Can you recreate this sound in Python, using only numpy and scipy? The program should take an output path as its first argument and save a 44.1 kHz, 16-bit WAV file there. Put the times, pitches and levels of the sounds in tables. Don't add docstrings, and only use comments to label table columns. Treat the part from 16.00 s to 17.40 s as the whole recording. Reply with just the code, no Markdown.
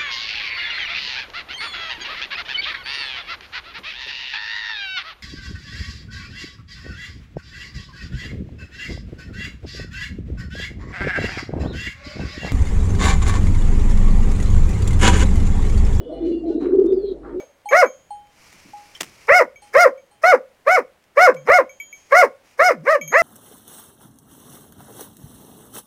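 import sys
import numpy as np
from scipy import signal
from scipy.io import wavfile
from scipy.ndimage import uniform_filter1d

SR = 44100
rng = np.random.default_rng(int(sys.argv[2]) if len(sys.argv) > 2 else 0)


def undo_db(level):
    steps = np.asarray(level, float) / 20
    return 10 ** steps


def digitize_waveform(pressure):
    field = np.atleast_2d(pressure).T
    bounded = np.clip(field, -1, 1)
    quanta = np.round(bounded * 32767).astype(np.int16)
    wavfile.write(sys.argv[1], SR, quanta)


N = 61739


def evened(x):
    return x / np.sqrt(np.mean(x ** 2) + 1e-20)


def drift(size, hz):
    slow = signal.butter(2, hz, fs=SR, output="sos")
    return evened(signal.sosfiltfilt(slow, rng.standard_normal(size + 4000))[2000:-2000])


def resonate(x, hz, width_hz):
    turn = np.exp(2j * np.pi * np.cumsum(hz * np.ones(len(x))) / SR)
    r = np.exp(-np.pi * width_hz / SR)
    smoothed = signal.lfilter([(1 - r) ** 2], [1, -2 * r, r * r], x / turn)
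    return 2 * (turn * smoothed).real


def add(mix, start_s, sound):
    at = round(start_s * SR)
    part = mix[max(at, 0):][:len(sound) + min(at, 0)]
    part += sound[max(-at, 0):][:len(part)]


def patchy(spectrum, level_db, patch_db):
    hz = np.fft.rfftfreq(1024, 1 / SR)
    real, imag, patches = rng.standard_normal((N // 256 + 5, 513, 3)).T
    patches = uniform_filter1d(patches, 10, 0)
    patches = evened(uniform_filter1d(patches, 10, 1))
    f, db = np.transpose(spectrum)
    colour = np.interp(np.log(hz + 1), np.log(f), db, left=-90, right=-90)[:, None]
    bins = (real + 1j * imag) * undo_db(colour + patch_db * patches)
    noise = signal.istft(bins, nperseg=1024, noverlap=768)[1][:N]
    return undo_db(level_db) * evened(noise)


def distant_notes(table, fuzz_hz, clear):
    out = np.zeros(N)
    for start, length, db, hz, end_hz in table:
        u = np.linspace(0, 1, round(length * SR))
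        pitch = hz + (end_hz - hz) * u
        tone = np.sqrt(2) * np.sin(2 * np.pi * np.cumsum(pitch) / SR)
        blur = evened(resonate(rng.standard_normal(N)[:len(u)], pitch, fuzz_hz))
        swell = np.sin(np.pi * u ** .8) ** .6
        add(out, start, undo_db(db + 3) * swell * (clear * tone + (1 - clear) * blur))
    return out


def throat(hz, level):
    overtone_db, breath_db, breath_width_hz = -36, -16, 200
    turn = 2 * np.pi * np.cumsum(hz) / SR
    air = resonate(rng.standard_normal(len(hz)), hz, breath_width_hz)
    air = evened(resonate(air, hz, 2 * breath_width_hz))
    return level * (np.sin(turn) + undo_db(overtone_db) * np.sin(2 * turn) + undo_db(breath_db) * air)


def coo(table):
    gain_db, swell_edge, sag, wobble = -0.65, 1.9, .02, .05
    t = np.arange(N) / SR
    centre, db, hz, length = np.transpose(table)[:, :, None]
    u = np.clip((t - centre) / length, -2, 2)
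    swell = undo_db(db + gain_db) * np.exp(-np.abs(swell_edge * u) ** 2.5)
    power = swell ** 2 + 1e-30
    total = power.sum(0)
    pitch = (power * hz * (1 - sag * u)).sum(0) / total
    return throat(pitch * (1 + wobble * drift(N, 60)), np.sqrt(total))


# frequency in Hz, rms level in dB.
HUM_PARTIALS = [(49, -37), (146, -49.5)]
# time in seconds, level in dB.
HUM_LEVEL = [(0.0, -70), (0.185, -53), (1.4, -57.5)]


def machine_hum():
    level_db = np.interp(np.arange(N) / SR, *np.transpose(HUM_LEVEL))
    swell = undo_db(level_db + 47.5 + 2.5 * drift(N, 4.8))
    turn = 2 * np.pi * np.cumsum(1 + 0.036 * drift(N, 16)) / SR
    return swell * sum(np.sqrt(2) * undo_db(db) * np.sin(hz * turn) for hz, db in HUM_PARTIALS)


# frequency in Hz, density in dB per Hz.
AIR_COLOUR = [(500, -28.5), (620, -10.5), (900, -13.5), (2200, -29), (4400, -32), (5200, -37.5),
              (9000, -43), (15600, -56.5)]


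def loft_air():
    return patchy(AIR_COLOUR, -59, 2.6)


# frequency in Hz, density in dB per Hz.
MURMUR_COLOUR = [(12, -33), (20, 3), (62, -14), (103, -24), (229, -11), (333, 2), (700, -20.5), (910, -58),
                 (1540, -120)]


def flock_murmur():
    return patchy(MURMUR_COLOUR, -38, 2.2)


# start in seconds, length in seconds, level in dB, pitch in Hz, end pitch in Hz.
WHISTLES = [(-.05, .36, -57, 2965, 2945), (.16, .26, -59.5, 2965, 2955), (.31, .15, -59, 2830, 2780),
            (.49, .1, -67, 2805, 2790), (.04, .09, -66, 3510, 3500), (.15, .14, -68, 2420, 2425),
            (.865, .08, -58, 3610, 3650), (.955, .065, -62, 4550, 4505), (1.012, .05, -55, 4260, 4170),
            (.98, .07, -68, 3420, 3390), (.29, .12, -64, 3460, 3440)]


def whistles():
    return distant_notes(WHISTLES, fuzz_hz=80, clear=.62)


# start in seconds, length in seconds, level in dB, pitch in Hz, end pitch in Hz.
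SCRATCHY_CHIRPS = [(.18, .14, -65, 3520, 3470), (.11, .11, -64, 4120, 4180), (.22, .15, -62.5, 4180, 4020),
                   (.45, .1, -64, 4050, 4150), (.54, .19, -63, 3900, 4000), (.60, .06, -59, 4000, 4000),
                   (.12, .2, -68, 2020, 2080), (.89, .05, -64, 3500, 3550), (.93, .04, -64, 4980, 4880),
                   (1.05, .09, -57, 4180, 4050), (1.05, .1, -58, 3990, 3750), (1.04, .1, -63, 3300, 3330),
                   (.11, .07, -75, 8900, 8900), (.24, .2, -68, 4500, 4450), (0, .2, -66, 3300, 3500)]


def chirps():
    return distant_notes(SCRATCHY_CHIRPS, fuzz_hz=280, clear=.12)


# start in seconds, length in
# seconds, level in dB, pitch in Hz, end pitch in Hz.
FAR_NOTES = [(.055, .04, -35, 485, 478), (.12, .035, -35, 495, 500), (.155, .05, -36, 488, 482),
             (.22, .13, -37, 480, 490), (.094, .04, -31, 620, 614), (.125, .035, -36, 640, 680),
             (.16, .05, -41, 670, 655), (.07, .14, -36, 300, 325), (.435, .07, -36, 685, 665),
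             (.50, .065, -40, 615, 595), (.615, .035, -42, 745, 750), (.10, .18, -52, 780, 800),
             (.49, .05, -50, 790, 850), (1.34, .05, -40, 555, 550), (1.12, .1, -48, 580, 575),
             (.49, .065, -60, 1460, 1465), (.64, .34, -32, 285, 265), (.555, .05, -43, 680, 650),
             (.48, .2, -39, 450, 470), (.28, .04, -39, 560, 570), (.21, .08, -44, 650, 640),
             (1.235, .05, -50, 800, 810), (1.28, .07, -54, 900, 930), (1.235, .035, -52, 1390, 1370)]


def far_pigeons():
    return distant_notes(FAR_NOTES, fuzz_hz=80, clear=.68)


# centre in seconds, peak in dB, pitch in Hz, length in seconds.
PURR_THROBS = [(0.215, -21.5, 342.6, 0.021), (0.23, -17, 315.2, 0.012), (0.242, -14.5, 335.3, 0.011),
               (0.261, -16, 337.6, 0.024), (0.278, -13.5, 323.3, 0.011), (0.289, -17, 353, 0.018),
               (0.303, -16, 338.5, 0.026), (0.314, -12, 335.5, 0.0061), (0.325, -19.5, 340.1, 0.01),
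               (0.336, -15, 340.7, 0.02), (0.348, -15.5, 331.1, 0.011), (0.372, -18.5, 317.8, 0.031),
               (0.39, -26.5, 299, 0.0056), (0.405, -24, 333.3, 0.0084), (0.418, -29.5, 340.3, 0.017),
               (0.428, -22, 337, 0.011), (0.435, -30.5, 329.8, 0.0061), (0.445, -21, 311.6, 0.014),
               (0.454, -19, 325, 0.007), (0.46, -21.5, 369.6, 0.0043), (0.472, -16, 336.2, 0.012),
               (0.482, -16.5, 312.8, 0.0095), (0.492, -16.5, 315.2, 0.017), (0.505, -13, 343.8, 0.0079),
               (0.522, -19, 329.4, 0.018), (0.536, -22, 315.3, 0.009), (0.542, -28, 334, 0.0093),
               (1.328, -31.5, 351.5, 0.022), (1.348, -20.5, 355.3, 0.011), (1.363, -22, 359.8, 0.012),
               (1.373, -22.5, 369.5, 0.011), (1.383, -22.5, 374.4, 0.011), (1.393, -23, 333, 0.014)]


def purring_pigeon():
    return coo(PURR_THROBS)


# time in seconds, peak in dB, brightness in kHz.
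WIRE_TICKS = [(.2162, -56, 4), (.2431, -53, 4), (.266, -51, 5), (.2868, -52, 4), (.3508, -51, 4),
              (.441, -57, 6), (.5415, -57, 6), (.5612, -58, 8), (.631, -49, 6), (.671, -48, 4),
              (.696, -53, 5), (.732, -55, 3), (.738, -55, 3.5), (.742, -57, 5), (.756, -47, 4.5),
              (.763, -53, 5), (.7958, -49, 5), (.7978, -45, 5), (.8008, -54, 7), (.816, -49, 4.5),
              (.823, -51, 4.5), (.8408, -49, 4.5), (.843, -56, 8), (.8515, -58, 9), (.8608, -46, 7),
              (.8655, -54, 5), (.868, -47, 7), (.9262, -41, 4), (.929, -52, 4), (.946, -55, 4.5),
              (.986, -55, 6), (.9978, -57, 6), (1.023, -58, 6), (1.0508, -55, 6), (1.0575, -59, 8),
              (1.1162, -56, 6)]


def ticks():
    gain_db, ring_cycles, rattle, rattle_s = 10.5, .4, .2, .001
    out, t = np.zeros(N), np.arange(200) / SR
    noises = rng.standard_normal((len(WIRE_TICKS), 200))
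    for (s, db, khz), noise in zip(WIRE_TICKS, noises):
        turns = 700 * khz * t
        ring = np.sign(noise[0]) * np.sin(2 * np.pi * turns) * np.exp(-turns / ring_cycles)
        snap = undo_db(db + gain_db) * (ring + rattle * noise * np.exp(-t / rattle_s))
        add(out, s, signal.lfilter(*signal.butter(4, 1900 * khz, fs=SR), snap))
    return out


# start in seconds, length in seconds, level in dB, centre in Hz, top in Hz.
WING_STROKES = [
    (0.237, 0.12, -56.5, 2610, 8000),
    (0.47, 0.11, -60, 4080, 8190),
    (0.596, 0.13, -44, 1204, 3000),
    (0.597, 0.084, -66, 6680, 8210),
    (0.695, 0.081, -49, 1180, 1612),
    (1.221, 0.16, -47, 1341, 1850),
    (0.247, 0.12, -67.5, 7000, 8200),
    (0.739, 0.28, -56.5, 1200, 1600),
]


def wings():
    out = np.zeros(N)
    for start, length, db, hz, top_hz in WING_STROKES:
        u = np.linspace(0, 1, round(length * SR))
        grain = (rng.standard_normal(N) * undo_db(3 * drift(N, 390)))[:len(u)]
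        band = signal.butter(1, [0.75 * hz, 1.125 * hz], "band", fs=SR, output="sos")
        top = signal.butter(6, top_hz, fs=SR, output="sos")
        puff = evened(signal.sosfilt(top, signal.sosfilt(band, grain)))
        stroke = np.minimum(u / .22, 1) * np.cos(np.pi / 2 * u ** 1.3)
        add(out, start, undo_db(db) * puff * stroke)
    return out


# centre in seconds, peak in dB, pitch in Hz, length in seconds.
ROLL_SWELLS = [(0.554, -13.5, 307.2, 0.01), (0.563, -13.5, 304.1, 0.013), (0.58, -14.5, 357.7, 0.007),
               (0.591, -23, 342.3, 0.011), (0.607, -19, 330.8, 0.011), (0.616, -21, 344.2, 0.0052),
               (0.624, -14, 317.2, 0.0063), (0.63, -18, 284.8, 0.0064), (0.637, -16, 288, 0.0092),
               (0.648, -19, 383.6, 0.01), (0.657, -14, 397, 0.0074), (0.67, -10, 366.7, 0.0096),
               (0.682, -17, 354.6, 0.007), (0.688, -17.5, 331.8, 0.0044), (0.697, -16.7, 364.4, 0.012),
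               (0.713, -14, 363.7, 0.01), (0.737, -8, 382.4, 0.026), (0.755, -8, 375.3, 0.016),
               (0.772, -11, 377.8, 0.0097), (0.792, -4, 377.9, 0.018), (0.819, -6.5, 379, 0.02),
               (0.833, -19, 337.7, 0.006), (0.838, -27, 352.7, 0.006), (0.845, -9, 364.6, 0.0062),
               (0.86, -10.1, 343.2, 0.019), (0.879, -21, 339.6, 0.012), (0.893, -14, 387.8, 0.017),
               (0.905, -12.5, 397.3, 0.0054), (0.913, -12, 394.9, 0.0087), (0.928, -6.5, 385.2, 0.015),
               (0.942, -10.5, 383.2, 0.008), (0.953, -17, 348, 0.006), (0.978, -11.5, 373.1, 0.02),
               (1.004, -20.5, 383.2, 0.032), (1.022, -24.0, 412.4, 0.015), (1.048, -16, 405, 0.032),
               (1.087, -20.5, 369.2, 0.015), (1.104, -26, 378, 0.012), (1.117, -16.5, 369.8, 0.015)]


def rolling_pigeon():
    return coo(ROLL_SWELLS)


def crop(voice):
    return signal.sosfilt(signal.butter(2, (200, 680), "band", fs=SR, output="sos"), voice)


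def loft(x):
    t60_s = .2
    taps, at = np.zeros(SR // 2), np.arange(300, SR // 2 - 20, 20)
    signs = rng.choice([-1., 1.], len(at))
    taps[at + rng.integers(0, 20, len(at))] = signs * undo_db(-60 * at / SR / t60_s)
    return signal.fftconvolve(x, taps / np.linalg.norm(taps))[:N]


def scene():
    near = crop(purring_pigeon() + rolling_pigeon())
    far = far_pigeons() + whistles() + wings() + chirps()
    birds = near + far
    reflected = undo_db(-17) * loft(birds)
    wire = ticks()
    background = machine_hum() + loft_air() + flock_murmur()
    return (birds + reflected + wire + background)[None]


def roll_off(x):
    return signal.sosfilt(signal.butter(12, 15600, fs=SR, output="sos"), x)


def record(dry):
    return roll_off(dry)


dry = scene()
out = record(dry)
digitize_waveform(out)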